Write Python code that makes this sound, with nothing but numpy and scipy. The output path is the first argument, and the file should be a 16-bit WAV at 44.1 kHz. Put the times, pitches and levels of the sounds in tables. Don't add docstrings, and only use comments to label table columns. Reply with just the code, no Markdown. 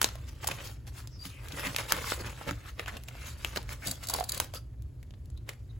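import sys
import numpy as np
from scipy import signal
from scipy.fft import rfft, irfft, next_fast_len
from scipy.io import wavfile
from scipy.ndimage import uniform_filter1d, map_coordinates

SR = 44100
rng = np.random.default_rng(int(sys.argv[2]) if len(sys.argv) > 2 else 0)


def transcribe(u):
    v = np.clip(np.atleast_2d(u).T, -1, 1)
    q = np.round(v * 32767).astype(np.int16)
    wavfile.write(sys.argv[1], SR, q)


N = 255339
TOP_HZ = 15950


def amp(db):
    return 10 ** (np.asarray(db) / 20)


def unit(x):
    return x / np.sqrt(np.mean(x ** 2) + 1e-20)


def along(points, hz):
    f, v = np.transpose(points)
    return np.interp(np.log(hz + 1), np.log(f + 1), v)


def filtered(x, response):
    size = next_fast_len(x.shape[-1] + SR // 4)
    spectrum = rfft(x, size) * response(np.fft.rfftfreq(size, 1 / SR))
    return irfft(spectrum, size)[..., :x.shape[-1]]


def add(track, time_s, sound):
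    start = max(0, round(time_s * SR))
    part = track[..., start:start + sound.shape[-1]]
    part += sound[..., :part.shape[-1]]


def wobble(rate_hz):
    knots = rng.standard_normal(int(N * rate_hz / SR) + 4)
    return unit(map_coordinates(knots, [np.arange(N) * rate_hz / SR], order=2))


# (frequency [Hz], likeness [0-1])
LIKENESS = [(60, 1), (150, 0.93), (400, 0.59), (1300, 0.54), (3000, 0.54), (4500, 0.51), (5600, 0.055),
            (6800, 0.98), (15000, 0.84)]


def ports(pair):
    most_alike = .9

    def mid_side_gains(hz):
        limit = np.where(hz > SR / 20, most_alike, 1)
        turn = np.arccos(np.clip(along(LIKENESS, hz), 0, limit)) / 2
        return np.array([np.cos(turn), np.sin(turn)])

    mid, side = filtered(pair, mid_side_gains)
    return np.array([mid + side, mid - side])


def coloured(pair, spectrum):
    return unit(ports(filtered(pair, lambda hz: amp(along(spectrum, hz)))))


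# (frequency [Hz], level [dB])
AIR_SPECTRUM = [(15, -40), (30, -16.5), (40, -7), (54, 3), (70, 0.5), (95, -3.5), (120, 0.5), (150, -15.5),
                (200, -22.5), (280, -20), (450, -30), (1200, -47.5), (4000, -57.5), (11000, -54.5),
                (16000, -61)]


def ventilation():
    air = coloured(rng.standard_normal((2, N)), AIR_SPECTRUM)
    rumble = filtered(air, lambda hz: 1 / (1 + (hz / 170) ** 4))
    waver = amp(1.6 * wobble(8.7))
    return amp(-44) * (air + rumble * (waver - 1))


# (start [s], rise [s], fall [s], rustle [dB], hiss over rustle [dB], body over rustle [dB])
STROKES = [ (.012, 0.0063, 0.057, -37, 1.5, -11), (.265, 0.032, 0.011, -52.5, 2.5, -14),
           (.41, 0.029, 0.034, -44, -2.5, -6.5), (.465, 0.021, 0.14, -46, 0, -1),
           (.55, 0.059, 0.044, -46, -9, -8), (.61, 0.042, 0.086, -49.5, 3.5, -1),
           (.867, .012, 0.02, -53, 2.5, 0), (.945, 0.039, 0.048, -50, 3.5, -27),
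           (1.208, 0.048, 0.067, -54, 7.5, -14), (1.44, 0.011, 0.021, -43.5, -9, -4.5),
           (1.55, 0.053, 0.026, -43.5, 2, -21), (1.615, 0.043, 0.053, -37, -3.5, -7.5),
           (1.755, .045, .05, -39.5, -0.5, -10), (1.878, 0.022, 0.092, -36, -4, -15),
           (1.94, 0.038, 0.068, -40.5, -6, -2.5), (1.999, 0.12, 0.045, -39, 3, -30),
           (2.18, 0.027, .025, -45, -3.5, 6), (2.24, 0.019, 0.097, -41.5, -6.5, -4.5),
           (2.365, 0.023, 0.2, -50.5, -5.5, -9), (2.46, 0.027, 0.043, -39, -2.5, 0.5),
           (2.61, 0.081, 0.026, -51, -1, -31), (2.778, 0.023, 0.044, -44.5, -9.5, -1.5),
           (2.862, 0.02, 0.033, -37.5, -7, -13), (2.90, 0.049, 0.047, -51.5, -2.5, 4),
           (3.07, 0.011, 0.026, -58.5, 2.5, 1), (3.191, 0.098, 0.05, -47, 1.5, -14),
           (3.37, 0.088, 0.18, -50.5, 0, -6.5), (3.555, .017, 0.011, -37.5, 1.5, -2),
           (3.684, 0.034, .04, -45, 1.5, -6), (3.825, 0.046, 0.081, -48.5, 9.5, 0.5),
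           (4.01, 0.027, 0.028, -48, 5, -15), (4.06, 0.12, 0.064, -46.5, 4.5, 0.5),
           (4.285, 0.08, 0.048, -47.5, 4, -5), (4.39, 0.015, 0.056, -46.5, 3, -2),
           (4.533, 0.023, 0.035, -54, 8.5, -2), (5.474, .023, 0.042, -50, -4.5, 0.5)]
# (time [s], rustle level [dB])
LIGHT_CONTACT = [(0, -59.5), (.7, -66.5), (.84, -74), (.95, -64.5), (1.15, -70.5), (1.35, -64),
                 (1.6, -49.5), (2.15, -54), (2.6, -63), (2.74, -68), (2.9, -63), (3.02, -66), (3.16, -59.5),
                 (3.65, -66), (4.45, -63), (4.68, -79.5), (5.79, -75)]


def effort():
    contact_hiss_db, contact_body_db = 0, -3
    edge_drop_db, roundness = 14.5, 1.32
    t = np.arange(N) / SR
    contact_offsets_db = np.array([[0], [contact_hiss_db], [contact_body_db]])
    power = amp(np.interp(t, *np.transpose(LIGHT_CONTACT)) + contact_offsets_db) ** 2
    for start_s, rise_s, fall_s, rustle_db, hiss_db, body_db in STROKES:
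        from_peak_s = np.arange(-2 * rise_s, 2 * fall_s, 1 / SR)
        swell_db = -edge_drop_db * np.maximum(-from_peak_s / rise_s, from_peak_s / fall_s) ** roundness
        stroke_db = rustle_db + swell_db + np.array([[0], [hiss_db], [body_db]])
        add(power, start_s - rise_s, amp(stroke_db) ** 2)
    return np.sqrt(power)


def friction(catch_db, crinkle_db, patchy_db):
    catch = catch_db * np.clip(wobble(420), -2, 2)
    crease = crinkle_db * np.clip(wobble(90), -2, 2)
    z = signal.stft(amp(catch + crease) * rng.standard_normal((2, N)), nperseg=512)[2]
    field = uniform_filter1d(rng.standard_normal(z.shape[1:]), size=6, axis=0)
    field = uniform_filter1d(field, size=7, axis=1)
    return signal.istft(z * amp(patchy_db * unit(field)), nperseg=512)[1][:, :N]


def crinkles(per_s, spread_db, centre_hz, cycles):
    out, t = np.zeros((2, N)), np.arange(256) / SR
    times_s = np.flatnonzero(rng.random(N) < per_s / SR) / SR
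    draws = np.clip(rng.standard_normal((len(times_s), 3)), -1.7, 1.7)
    for time_s, (size, pitch, place) in zip(times_s, draws):
        turns = t * min(centre_hz * np.exp(.55 * pitch), TOP_HZ)
        ring = np.sin(2 * np.pi * turns) * np.exp(-turns / cycles)
        level_db = spread_db * size + np.array([[1.5], [-1.5]]) * place
        add(out, time_s, amp(level_db) * ring / np.linalg.norm(ring))
    return unit(out)


# (frequency [Hz], level [dB])
BODY_SPECTRUM = [(100, -4.5), (200, -1), (320, -3), (420, -1.5), (560, 3.5), (700, -5.5), (1000, -22.5),
                 (2000, -78.5)]
# (frequency [Hz], level [dB])
RUSTLE_SPECTRUM = [(350, -17.5), (650, -19.5), (850, -1), (1100, 2.5), (1400, 3), (2100, 1), (2900, -3),
                   (4000, -11), (8000, -92.5)]
# (frequency [Hz], level [dB])
HISS_SPECTRUM = [(1500, -26.5), (3000, -0.5), (4500, 1.5), (5700, 0), (7800, -0.5), (11000, -2),
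                 (15000, -5.5), (16500, -8.5)]


def sliding():
    rustle, hiss, body = effort()
    sheets = friction(catch_db=2.5, crinkle_db=3.0, patchy_db=1.0)
    surface = friction(catch_db=1.1, crinkle_db=1.74, patchy_db=3.5)
    paper = amp(-1.0) * coloured(sheets, RUSTLE_SPECTRUM)
    paper += amp(-7.0) * crinkles(per_s=280, spread_db=5.0, centre_hz=2100, cycles=1.4)
    fibres = amp(-.8) * coloured(surface, HISS_SPECTRUM)
    fibres += amp(-9) * crinkles(per_s=420, spread_db=5.0, centre_hz=5200, cycles=1.2)
    return body * coloured(sheets, BODY_SPECTRUM) + rustle * paper + hiss * fibres


def crack(length_s, gain, size=2048):
    u = np.arange(size) / SR / max(length_s, 1e-4) * 2
    burst = rfft(rng.standard_normal((2, size)) * u * np.exp(-u))
    burst = burst / np.sqrt(np.abs(burst) + 1e-9)
    burst = burst / np.sqrt(np.mean(np.abs(burst) ** 2, axis=1, keepdims=True))
    cepstrum = irfft(np.log(gain(np.fft.rfftfreq(size, 1 / SR) + 1) + 1e-6))
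    fold = 1 + np.sign(np.fft.fftfreq(size))
    return irfft(burst * np.exp(rfft(cepstrum * fold)))


def panel_crack(ring_hz, ring_db, tilt_db, length_s, sharpness=3.54, low_cut_hz=420, high_cut_hz=15000):
    def gain(hz):
        resonance = amp(ring_db) / np.hypot(1, sharpness * (hz / ring_hz - ring_hz / hz))
        tilt = amp(tilt_db * np.log2((hz + 100) / 3100))
        band_edges = np.hypot(1, (low_cut_hz / hz) ** 2 + (hz / high_cut_hz) ** 4)
        return np.hypot(1, resonance) * tilt / band_edges

    return crack(length_s, gain)


# (time [s], relative level [dB], panel resonance [Hz], brightness [dB/octave], length [s])
SNAPS = [ (0.0152, 4, 1310, -.2, .0018), (0.0292, -4.5, 8850, -2.7, 0.00043),
         (0.0435, 3, 4260, -2.5, 0.00073), (0.154, -20.5, 653, -2, 0.0021), (0.443, -11.5, 830, -2, 0.0022),
         (0.471, -5.5, 630, 2, .0035), (0.475, -6.5, 9070, -1, 0.0026), (0.4865, -9.5, 910, -2, 0.0022),
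         (0.511, -10, 2650, -3.5, 0.0045), (0.8684, -32, 2980, 0.5, 0.0015),
         (1.0733, -24, 5000, 0, 0.00073), (1.254, -18, 2900, 0.5, .0009), (1.485, -21.5, 2450, 1, 0.001),
         (1.5204, -20, 3730, -2, 0.0028), (1.595, -15, 1280, -2, 0.0012), (1.67, -11, 1936, -2, 0.00092),
         (1.747, -16, 2970, -5, 0.00059), (1.7625, -2.5, 2530, 0, 0.0018), (1.784, -11, 3000, -1.5, .0023),
         (1.9213, 5.5, 1380, 0.3, 0.0015), (2.1194, -8.5, 1440, -6.5, 0.0019),
         (2.4126, -26, 750, -8, 0.0015), (2.492, -15.5, 1550, -6, 0.0011),
         (2.5097, -11.5, 1450, -3, 0.0011), (2.7947, -11, 2500, -5.5, .0014), (2.86, -21, 2840, -5, .0016),
         (2.879, -14, 1550, -3.5, .005), (2.9673, -19.5, 2780, -1, 0.0035), (3.036, -26.5, 2600, 2, 0.0015),
         (3.084, -17.5, 2620, -1, 0.0038), (3.152, -27, 760, -4, .0015), (3.4473, -6, 2800, -1.5, .0005),
         (3.56, -10, 1950, -1, 0.0019), (3.5724, -8.5, 4330, -6, 0.0019), (3.6285, -27, 2620, 1, 0.0012),
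         (3.692, -19, 2170, -3.5, 0.00028), (4.4, 2.5, 864, 0, .0015), (4.537, -15.5, 600, -2, 0.003),
         (4.546, -23.5, 1280, 5, 0.0028), (4.822, -37.5, 3070, 3.7, .001), (5.0282, -31, 2100, -.5, 0.0023),
         (5.107, -34, 3610, -3.5, 0.0014), (5.137, -36, 3680, -7.5, 0.0046),
         (5.257, -40.5, 4020, 2.5, .0014), (5.3006, -37, 7600, -3, 0.0022), (5.374, -36.5, 3970, 0, .003),
         (5.49, -11, 2070, -1.5, 0.0033)]


def snaps():
    even_ring_db, most_ring_db = 9.5, 13
    ring_per_tilt = 1.7
    out = np.zeros((2, N))
    for time_s, level_db, ring_hz, tilt_db, length_s in SNAPS:
        ring_db = min(even_ring_db - ring_per_tilt * tilt_db, most_ring_db)
        add(out, time_s, amp(level_db + 0.46) * panel_crack(ring_hz, ring_db, tilt_db, length_s))
    return ports(out)


# (time [s], relative level [dB])
BUMPS = [(.50, -43), (1.251, -44), (1.53, -41), (1.666, -36.5), (1.933, -40), (2.508, -37.5), (3.57, -46),
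         (3.862, -39), (3.885, -42)]
# (frequency [Hz], level [dB], T60 [s])
BINDER_MODES = [(136, -4, 0.22), (183.3, 0.5, .13), (242, -8, 0.055), (282.8, 1, 0.12), (333, 0, 0.038)]


def bumps(attack_s=0.0043):
    out, t = np.zeros((2, N)), np.arange(SR // 3) / SR
    for time_s, bump_db in BUMPS:
        ring = np.zeros(len(t))
        for mode_hz, mode_db, t60_s in BINDER_MODES:
            decay = amp(mode_db + rng.normal(0, 2.2) - 60 * t / t60_s)
            turns = mode_hz * rng.normal(1, 0.033) * t + rng.random()
            ring += decay * np.sin(2 * np.pi * turns)
        add(out, time_s, amp(bump_db + 0.5) * (1 - np.exp(-t / attack_s)) * ring)
    return out


# (start [s], end [s], start frequency [Hz], end frequency [Hz], width [Hz], level [dB])
RUBS = [(1.103, 1.198, 5600, 5000, 800, -59), (1.187, 1.25, 4730, 4760, 150, -48.5),
        (1.268, 1.45, 2860, 2170, 610, -56.5), (1.632, 1.689, 2148, 1970, 400, -39),
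        (2.189, 2.227, 4640, 4800, 500, -48), (2.634, 2.715, 1464, 1520, 600, -54),
        (3.122, 3.327, 2535, 2390, 800, -55), (3.569, 3.597, 938, 900, 250, -42),
        (3.813, 3.878, 1893, 2244, 1000, -45), (4.076, 4.185, 893, 793, 600, -47),
        (4.534, 4.593, 1276, 1327, 197, -51.5), (4.535, 4.589, 4790, 4810, 298, -47),
        (5.364, 5.393, 3850, 3990, 400, -62), (5.685, 5.723, 3950, 3820, 400, -65.5)]


def rubs():
    out = np.zeros((2, N))
    for start_s, end_s, from_hz, to_hz, width_hz, level_db in RUBS:
        size = max(round((end_s - start_s) * SR), 64)
        drift = rng.standard_normal((2, size)) + 1j * rng.standard_normal((2, size))
        drift = signal.sosfilt(signal.butter(2, width_hz / 2, fs=SR, output="sos"), drift)
        turns = np.cumsum(np.linspace(from_hz, to_hz, size)) / SR
        tone = np.real(drift * np.exp(2j * np.pi * turns))
        swell = np.sin(np.linspace(0, np.pi, size))
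        add(out, start_s, amp(level_db) * unit(tone) * swell)
    return ports(out)


# (time [s], relative level [dB])
PEN_CLICKS = [(3.8704, -15), (3.881, -20.5), (3.911, -15), (4.035, -29), (4.07, -23.5), (4.0858, -17.5),
              (4.0969, -14.5), (4.107, -23.5), (4.1372, -11.5), (4.161, -21.5), (4.198, -22), (4.239, -22),
              (4.289, -23), (4.2925, -14), (4.319, -15), (4.345, -22), (4.375, -20.5)]
# (frequency [Hz], width [Hz], level [dB])
BARREL = [(1760, 410, -11), (3900, 150, 0.5), (4600, 180, 5), (7400, 2300, -3), (10620, 640, -1),
          (14400, 1900, -5.5)]


def pen():
    def barrel_gain(hz):
        power = sum(amp(db) ** 2 / (1 + ((hz - c * c / hz) / width) ** 2) for c, width, db in BARREL)
        return np.sqrt(power)

    out = np.zeros((2, N))
    for time_s, level_db in PEN_CLICKS:
        add(out, time_s, amp(level_db + 16.5) * crack(.003, barrel_gain))
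    return ports(out)


# (time [s], relative level [dB], resonance [Hz])
KNOCKS = [(4.099, -21, 930), (4.135, -21.5, 950), (4.1466, -15, 880), (4.186, -15, 710),
          (4.2068, -14.5, 750), (4.226, -25, 764)]


def knocks():
    out = np.zeros((2, N))
    for time_s, level_db, ring_hz in KNOCKS:
        knock = panel_crack(ring_hz, ring_db=22.5, tilt_db=-4, length_s=.003, sharpness=5.5)
        add(out, time_s, amp(level_db + 1.5) * knock)
    return ports(out)


# (frequency [Hz], T60 [s])
ROOM_T60 = [(200, .3), (1000, .33), (4000, 0.29), (14000, 0.17)]


def room(x, table_db, table_decay_s, tail_db, size=8192):
    out = np.zeros((2, N))
    t = np.arange(2 * size) / SR
    padded = np.pad(x, ((0, 0), (size, 2 * size)))
    for start in range(0, N + size, size):
        hz, frames_s, z = signal.stft(rng.standard_normal((2, len(t))), SR, nperseg=256)
        decay = amp(-60 * frames_s / along(ROOM_T60, hz)[:, None])
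        tail = signal.istft(z * decay, SR, nperseg=256)[1] * (1 - np.exp(-t / 0.0011))
        table = rng.standard_normal(tail.shape) * (t > .001) * np.exp(-t / table_decay_s)
        walls = amp(tail_db) * tail / np.linalg.norm(tail[0])
        answer = ports(walls + amp(table_db) * table / np.linalg.norm(table[0]))
        piece = padded[:, start:start + 2 * size].mean(axis=0) * np.hanning(2 * size)
        echo = signal.fftconvolve(piece[None], answer, axes=1)
        add(out, (start - size) / SR, echo[:, max(0, size - start):])
    return out


# (frequency [Hz], left minus right [dB])
BALANCE = [(300, -1), (750, -3), (1300, -1), (2400, 2), (4400, 3), (8000, -0.5)]


def scene():
    hands = sliding() + snaps() + bumps() + rubs() + pen() + knocks()
    hands = hands + room(hands, table_db=-7.0, table_decay_s=0.0044, tail_db=-12.5)
    balanced = filtered(hands, lambda hz: amp(np.outer([.5, -.5], along(BALANCE, hz))))
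    return balanced + ventilation()


def record(dry):
    lag_s, from_hz, ceiling = .000233, 6900, .8

    def left_lag(hz):
        return np.exp(-2j * np.pi * np.outer([lag_s, 0], np.maximum(hz - from_hz, 0)))

    late = filtered(dry, left_lag)
    rounded = late / (1 + np.abs(late / ceiling) ** 6) ** (1 / 6)
    return filtered(rounded, lambda hz: hz < TOP_HZ)


dry = scene()
out = record(dry)
transcribe(out)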